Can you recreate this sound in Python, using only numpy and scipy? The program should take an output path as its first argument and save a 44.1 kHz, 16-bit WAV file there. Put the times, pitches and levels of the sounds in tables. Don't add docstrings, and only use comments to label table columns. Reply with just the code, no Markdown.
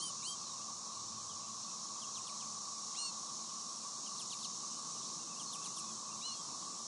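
import sys
import numpy as np
from scipy import signal
from scipy.fft import rfft, irfft
from scipy.io import wavfile
from scipy.ndimage import uniform_filter1d

SR = 44100
rng = np.random.default_rng(int(sys.argv[2]) if len(sys.argv) > 2 else 0)


def wav_record(signal):
    frames = np.transpose(np.atleast_2d(signal))
    bounded = np.clip(frames, -1, 1)
    quanta = np.round(bounded * 32767).astype(np.int16)
    wavfile.write(sys.argv[1], SR, quanta)


def linear_from_db(decibels):
    return 10 ** (np.asarray(decibels, float) / 20)


N = 302963

# pitch_hz, width_hz, level_db
HUM_TONES = [(218.7, 9.3, -67), (121.6, 8.7, -78)]
# pitch_hz, level_db
RUMBLE_COLOUR = [(15, -66), (25, -28), (54, -25), (107, -7.5), (193, 0.5), (211, -7), (227, 3), (245, -6),
                 (327, -5), (436, -13), (500, -13), (650, -44), (1100, -120)]
# start_s, level_db
GUSTS = [(0.0, -61), (0.19, -63.5), (2.91, -63.5), (3.16, -62.5), (4.04, -62), (5.19, -58.5), (6.31, -62.5),
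         (6.72, -58), (6.87, -63)]
DEEP_DB, DEEP_LULL_S, DEEP_DB_PER_S, DEEP_PATCHY_DB = -80, 4.4, 1.8, 3.5

# start_s, level_db
CHORUS_SWELL = [(0.0, -47.5), (0.73, -49), (3.19, -47.5), (3.42, -48), (3.94, -48), (5.09, -47),
                (5.26, -48.5), (5.76, -48), (6.08, -49), (6.52, -48), (6.87, -48.5)]
# pitch_hz, density_db_per_hz
BUZZ_COLOUR = [(1500, -38), (2000, -30), (2600, -24.5), (3350, -19.5), (3750, -9.5), (4200, -7), (4900, -7),
               (5550, 1), (6800, -0.5), (7500, -6), (8500, -11.5), (9500, -18), (10300, -21.5),
               (11200, -26)]
# pitch_hz, density_db_per_hz
DRONE_COLOUR = [(250, -35.5), (420, -20.5), (511, -17.5), (609, -16.5), (890, -13.5), (1020, -7),
                (1120, 1.5), (1160, -1), (1240, -11), (1440, -23), (1870, -33), (2400, -41), (3120, -37.5),
                (5280, -120)]
DRONE_DB, SPLIT_HZ = -54, 6400
HIGH_SWELL, HIGH_CLIMB_DB_PER_S = 1, 0.24

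# start_s, length_s, top_hz, level_db
FAR_ARCHES = [(1.43, .034, 2700, -71), (1.675, .044, 2650, -69), (1.85, .04, 3300, -74),
              (1.95, .04, 3300, -71), (2.04, .063, 3320, -67), (5.01, .05, 3480, -68),
              (5.19, .05, 2810, -72.5), (5.29, .053, 2680, -68), (5.565, .035, 2630, -67),
              (5.605, .049, 2700, -68), (5.795, .06, 2640, -69.5), (5.83, .095, 3500, -64.5),
              (5.86, .046, 2600, -66), (6.045, .066, 2620, -70), (6.11, .035, 2760, -64.5)]
ARCH_RISE_HZ, ARCH_FALL_HZ = 135, 264
# start_s, length_s, start_hz, end_hz, level_db
FAR_GLIDES = [(0.403, 0.13, 4500, 3670, -60.5), (0.59, 0.051, 2450, 3000, -72),
              (1.183, .029, 3600, 2830, -73), (1.29, .045, 3400, 2850, -66), (1.37, 0.038, 4620, 4060, -62),
              (1.458, 0.025, 3430, 2150, -66), (1.476, .034, 3100, 2510, -73),
              (1.617, 0.068, 4210, 4500, -61.5), (1.95, .023, 2670, 2400, -69),
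              (3.48, 0.04, 2800, 3570, -70), (3.59, 0.028, 3170, 2750, -71),
              (3.925, 0.038, 4020, 4450, -61), (4.335, .02, 4600, 4300, -65),
              (4.62, 0.025, 5000, 4400, -64), (4.72, .059, 2860, 3070, -68), (4.948, .04, 3040, 2750, -70),
              (5.364, 0.023, 2500, 3280, -70), (5.455, 0.052, 4470, 4220, -57.5),
              (5.674, 0.019, 2090, 2080, -73), (5.965, 0.013, 3220, 2880, -67),
              (6.152, .03, 3900, 3870, -64), (6.283, 0.18, 3470, 3130, -68),
              (6.624, 0.032, 3390, 2950, -74), (6.773, 0.018, 3360, 2880, -71)]

# start_s, length_s, start_hz, end_hz, level_db
FALLING_PHRASES = [
    [(2.012, 0.042, 3540, 2560, -56), (2.143, 0.053, 4500, 2210, -56), (2.266, 0.039, 3850, 1980, -60),
     (2.401, 0.038, 3460, 2175, -61), (4.058, 0.03, 3330, 2710, -59)],
    [(4.18, 0.052, 4500, 2240, -55), (4.302, 0.05, 4100, 2090, -56.5), (4.32, 0.028, 4870, 3370, -51),
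     (4.385, 0.031, 3570, 2980, -67), (4.422, 0.046, 4300, 2400, -53.5), (4.443, 0.021, 4960, 3430, -45)],
    [(5.395, 0.035, 3440, 2710, -57), (5.522, 0.046, 4340, 2125, -55.5), (5.638, 0.043, 3780, 2076, -59.5),
     (5.657, 0.021, 4360, 3470, -51.5), (5.765, 0.042, 3830, 2300, -59)],
]
FALL_SAG = 0.053
BIRD_FACING = [-64, -59, -55]
FALL_OVERTONES = [-5, 0, -3]

# start_s, low_voice_hz, high_voice_hz, effort_db
WHISTLES = [
    [(0, 2890, 4120, -46), (0.015, 3140, 4400, -51.5), (0.035, 3180, 4650, -45), (0.075, 3073, 4830, -47),
     (0.098, 3000, 4840, -49), (0.11, 2720, 4720, -60)],
    [(0.224, 2130, 3420, -55), (0.24, 2636, 3890, -46.5), (0.278, 3147, 4680, -45.5),
     (0.298, 3190, 4730, -46), (0.325, 3170, 4660, -50), (0.352, 3170, 4520, -59)],
    [(2.946, 1900, 2960, -59), (2.96, 2554, 3413, -51.5), (2.975, 2780, 3880, -47.5),
     (2.995, 2857, 4220, -43), (3.032, 2830, 4280, -46), (3.065, 2780, 4430, -43.5),
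     (3.09, 2686, 4350, -47.5), (3.107, 2650, 4260, -51)],
    [(6.21, 2160, 3390, -55), (6.225, 2700, 3850, -47.5), (6.262, 2980, 4170, -43), (6.29, 2950, 4180, -47),
     (6.306, 2860, 4060, -46.5), (6.32, 2890, 4350, -47), (6.345, 2750, 4300, -51),
     (6.368, 2680, 4280, -57)],
]
MIX_TONES = [(2, 0), (1, 1), (3, 0), (0, 2), (2, 1), (3, -1), (4, -2), (-1, 2)]
MIX_PEAKS = [(-62, -60, -46, -55), (-57, -52, -54, -58), (-46, -53, -50, -66), (-51, -53, -58, -64),
             (-59, -61, -66, -72), (-72, -72, -54, -64), (-76, -76, -70, -72), (-70, -64, -60, -70)]
# pitch_hz, gain_db
AIRWAY = [(2000, -2), (2700, -14), (3200, -2), (3500, -7), (4400, 0.5), (4850, -7.5)]
# pitch_hz, gain_db
BEAK_GAIN = [(4500, -13), (6500, -5), (8300, 5), (9900, -3.5), (11000, 2)]

# pitch_hz, gain_db
MIC_TREBLE = [(9000, 0), (10000, -2), (11200, -3)]
# pitch_hz, step_db
ROUNDING_STEP = [(100, -75), (1000, -60), (1500, -56), (2200, -55.3), (3400, -46.6), (4000, -50), (6000, -47),
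                 (9000, -46), (10200, -47), (11000, -52)]
HOP, GRID, BINS = 1152, 804, 582


def level(x, db):
    return x * linear_from_db(db) / np.sqrt(np.mean(x ** 2))


def colour(x, table):
    hz, db = np.transpose(table)
    axis = np.maximum(np.fft.rfftfreq(len(x), 1 / SR), 1)
    gain = linear_from_db(np.interp(np.log(axis), np.log(hz), db))
    return irfft(rfft(x) * gain, len(x))


def band(x, low_hz, high_hz):
    return signal.sosfilt(signal.butter(2, [low_hz, high_hz], "band", fs=SR, output="sos"), x)


def walk(rate, size=N):
    hold = int(SR / rate)
    steps = np.repeat(rng.standard_normal(size // hold + 1), hold)
    return 1.5 * uniform_filter1d(uniform_filter1d(steps, hold), hold)[:size]


def add(out, start_s, x):
    i = int(start_s * SR)
    out[i:i + len(x)] += x[:N - i]


def soft_edges(size, rise_s, fall_s):
    t = np.arange(size) / SR
    rise = np.clip(t / rise_s, 0, 1)
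    fall = np.clip(t[::-1] / fall_s, 0, 1)
    return np.sin(np.pi / 2 * rise * fall) ** 2


def hum():
    out = 0
    for hz, width, db in HUM_TONES:
        tone = band(rng.standard_normal(N), hz - width / 2, hz + width / 2)
        out = out + level(tone, db)
    return out


def rumble():
    t = np.arange(N) / SR
    x = colour(rng.standard_normal(N), RUMBLE_COLOUR)
    deep = colour(x, [(125, 0), (145, -60)])
    deep_db = DEEP_DB + DEEP_DB_PER_S * np.abs(t - DEEP_LULL_S) + DEEP_PATCHY_DB * walk(4)
    gust_db = np.interp(t, *np.transpose(GUSTS))
    return level(deep, -0.17) * linear_from_db(deep_db) + level(x - deep, -0.48) * linear_from_db(gust_db)


def clicks(rate, scatter_db):
    moment, sign, size = rng.random((3, N))
    return (moment < rate / SR) * np.sign(sign - .5) * linear_from_db(scatter_db * size)


def cicadas():
    t = np.arange(N) / SR
    low_db = np.interp(t, *np.transpose(CHORUS_SWELL))
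    mean_db = low_db.mean()
    high_db = mean_db + HIGH_SWELL * (low_db - mean_db) + HIGH_CLIMB_DB_PER_S * (t - t.mean())
    buzz = colour(clicks(16000, 6), BUZZ_COLOUR)
    buzz = buzz * linear_from_db(0.16) / np.std(band(buzz, 4630, SPLIT_HZ))
    out = 0
    bounds = np.geomspace(1500, 11600, 10)
    spectrum, axis = rfft(buzz), np.fft.rfftfreq(N, 1 / SR)
    for low_hz, high_hz in zip(bounds, bounds[1:]):
        part = irfft(spectrum * ((axis >= low_hz) & (axis < high_hz)), N)
        swell_db = low_db if low_hz < SPLIT_HZ else high_db
        out = out + linear_from_db(swell_db + .5 * walk(9)) * part
    drone = level(colour(clicks(4000, 6), DRONE_COLOUR), DRONE_DB + .99)
    return out + drone * linear_from_db(0.32 * walk(4))


def yard(x, t60_s, wet_db):
    t = np.arange(int(.3 * SR)) / SR
    tail = rng.standard_normal(len(t)) * np.exp(-np.log(1000) * t / t60_s) * (t > .003)
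    tail = tail / np.sqrt(np.sum(tail ** 2))
    return x + linear_from_db(wet_db) * signal.fftconvolve(x, tail)[:N]


def notes(rows, overtones_db, tilt_db, rough_db):
    out = np.zeros(N)
    for (start_s, length_s, *pitch_hz, db), over_db in zip(rows, overtones_db):
        u = np.arange(int(length_s * SR)) / (length_s * SR)
        size = len(u)
        hz = np.polyval(np.polyfit([0, .5, 1], pitch_hz, 2), u)
        phase = 2 * np.pi * np.cumsum(hz * (1 + .004 * walk(200, size))) / SR
        voice = linear_from_db(tilt_db * np.log2(hz / hz.mean())) * np.sin(phase)
        for k, k_db in enumerate(over_db, start=2):
            beak_db = np.interp(k * hz, *np.transpose(BEAK_GAIN))
            voice += linear_from_db(k_db + beak_db + 2.5 * walk(150, size)) * np.sin(k * phase)
        breath = 1.6 * linear_from_db(db + rough_db * walk(120, size))
        add(out, start_s, breath * voice * soft_edges(size, 0.0042, 0.0085))
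    return out


def flock(count, db):
    when, length, pitch, fall, loud = rng.random((count, 5)).T
    start_s, length_s = when * (N / SR - .1), .025 + .05 * length
    hz = 2500 + 900 * pitch ** 2
    return np.transpose([start_s, length_s, hz, hz + 120 - 300 * fall, hz - 600 * fall, db + 6 * loud])


def twitter():
    rows = []
    for start_s, length_s, top, db in FAR_ARCHES:
        rows.append((start_s, length_s, top - ARCH_RISE_HZ, top, top - ARCH_FALL_HZ, db))
    for start_s, length_s, start, end, db in FAR_GLIDES:
        rows.append((start_s, length_s, start, (start + end) / 2, end, db))
    rows += list(flock(count=80, db=-81))
    return notes(rows, [()] * len(rows), tilt_db=3, rough_db=2)


def falling_notes():
    out = 0
    for rows, facing_db in zip(FALLING_PHRASES, BIRD_FACING):
        start_s, length_s, start, end, db = np.transpose(rows)
        middle = (start + end) / 2 - FALL_SAG * (start - end)
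        glides = np.transpose([start_s, length_s, start, middle, end, db])
        overtones_db = (facing_db - db)[:, None] + FALL_OVERTONES
        out = out + notes(glides, overtones_db, tilt_db=15, rough_db=1.6)
    return out


def whistles():
    out = np.zeros(N)
    for rows, mix_db in zip(WHISTLES, np.transpose(MIX_PEAKS)):
        s, *columns = np.transpose(rows)
        t = np.arange(s[0], s[-1], 1 / SR)
        size = len(t)
        low_hz, high_hz, db = (uniform_filter1d(np.interp(t, s, c), 250, mode="nearest") for c in columns)
        phases, call = [], 0
        for hz in (low_hz, high_hz):
            phase = 2 * np.pi * np.cumsum(hz * (1 + .001 * walk(150, size))) / SR
            voice_db = db + np.interp(hz, *np.transpose(AIRWAY)) + 0.43 * walk(70, size)
            call = call + linear_from_db(voice_db) * np.sin(phase)
            phases.append(phase)
        low, high = phases
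        for (m, n), peak_db in zip(MIX_TONES, mix_db):
            effort_db = 0.52 * (abs(m) + abs(n)) * (db - db.max())
            beak_db = 0.32 * np.interp(m * low_hz + n * high_hz, *np.transpose(BEAK_GAIN))
            call += linear_from_db(peak_db + effort_db + beak_db) * np.sin(m * low + n * high)
        add(out, s[0], np.sqrt(2) * call * soft_edges(size, 0.0038, 0.004))
    return out


def scene():
    near = yard(whistles() + falling_notes(), t60_s=.12, wet_db=-15)
    far = yard(twitter(), t60_s=.15, wet_db=-8)
    return (colour(near + far, MIC_TREBLE) + cicadas() + rumble() + hum())[None]


def coarse_rounding(x, follow):
    n = np.arange(2 * HOP) + .5
    window = np.sin(np.pi * n / 2 / HOP) * np.sqrt(2 / HOP)
    basis = np.cos(np.pi / HOP * np.outer(n + HOP / 2, np.arange(BINS) + .5)) * window[:, None]
    lead = 2 * HOP - GRID
    blocks = np.pad(x, (lead, 3 * HOP - (N + lead) % HOP)).reshape(-1, HOP)
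    bins = np.hstack([blocks[:-1], blocks[1:]]) @ basis
    hz, db = np.transpose(ROUNDING_STEP)
    bin_hz = np.arange(BINS) / HOP * SR / 2
    step = linear_from_db(np.interp(np.log(bin_hz + 1), np.log(hz), db))
    busy = np.mean(np.log(1 + np.abs(bins) / step), axis=1, keepdims=True)
    scale_db = 1.8 * rng.standard_normal((len(bins), BINS // 10 + 1))
    scale_db = np.repeat(scale_db, 10, axis=1)[:, :BINS]
    step = step * linear_from_db(follow * (busy - np.median(busy)) + scale_db)
    rounded = np.floor((np.abs(bins) / step) ** .75 + .41) ** (4 / 3)
    frames = np.sign(bins) * rounded * step @ basis.T
    blocks[:-1] = frames[:, :HOP]
    blocks[1:-1] += frames[:-1, HOP:]
    return blocks.ravel()[lead:lead + N]


def top_cut(x):
    return signal.sosfilt(signal.butter(12, 11140, fs=SR, output="sos"), x)


def record(dry):
    mix = coarse_rounding(dry[0], follow=20)[None]
    return top_cut(mix)


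dry = scene()
out = record(dry)
wav_record(out)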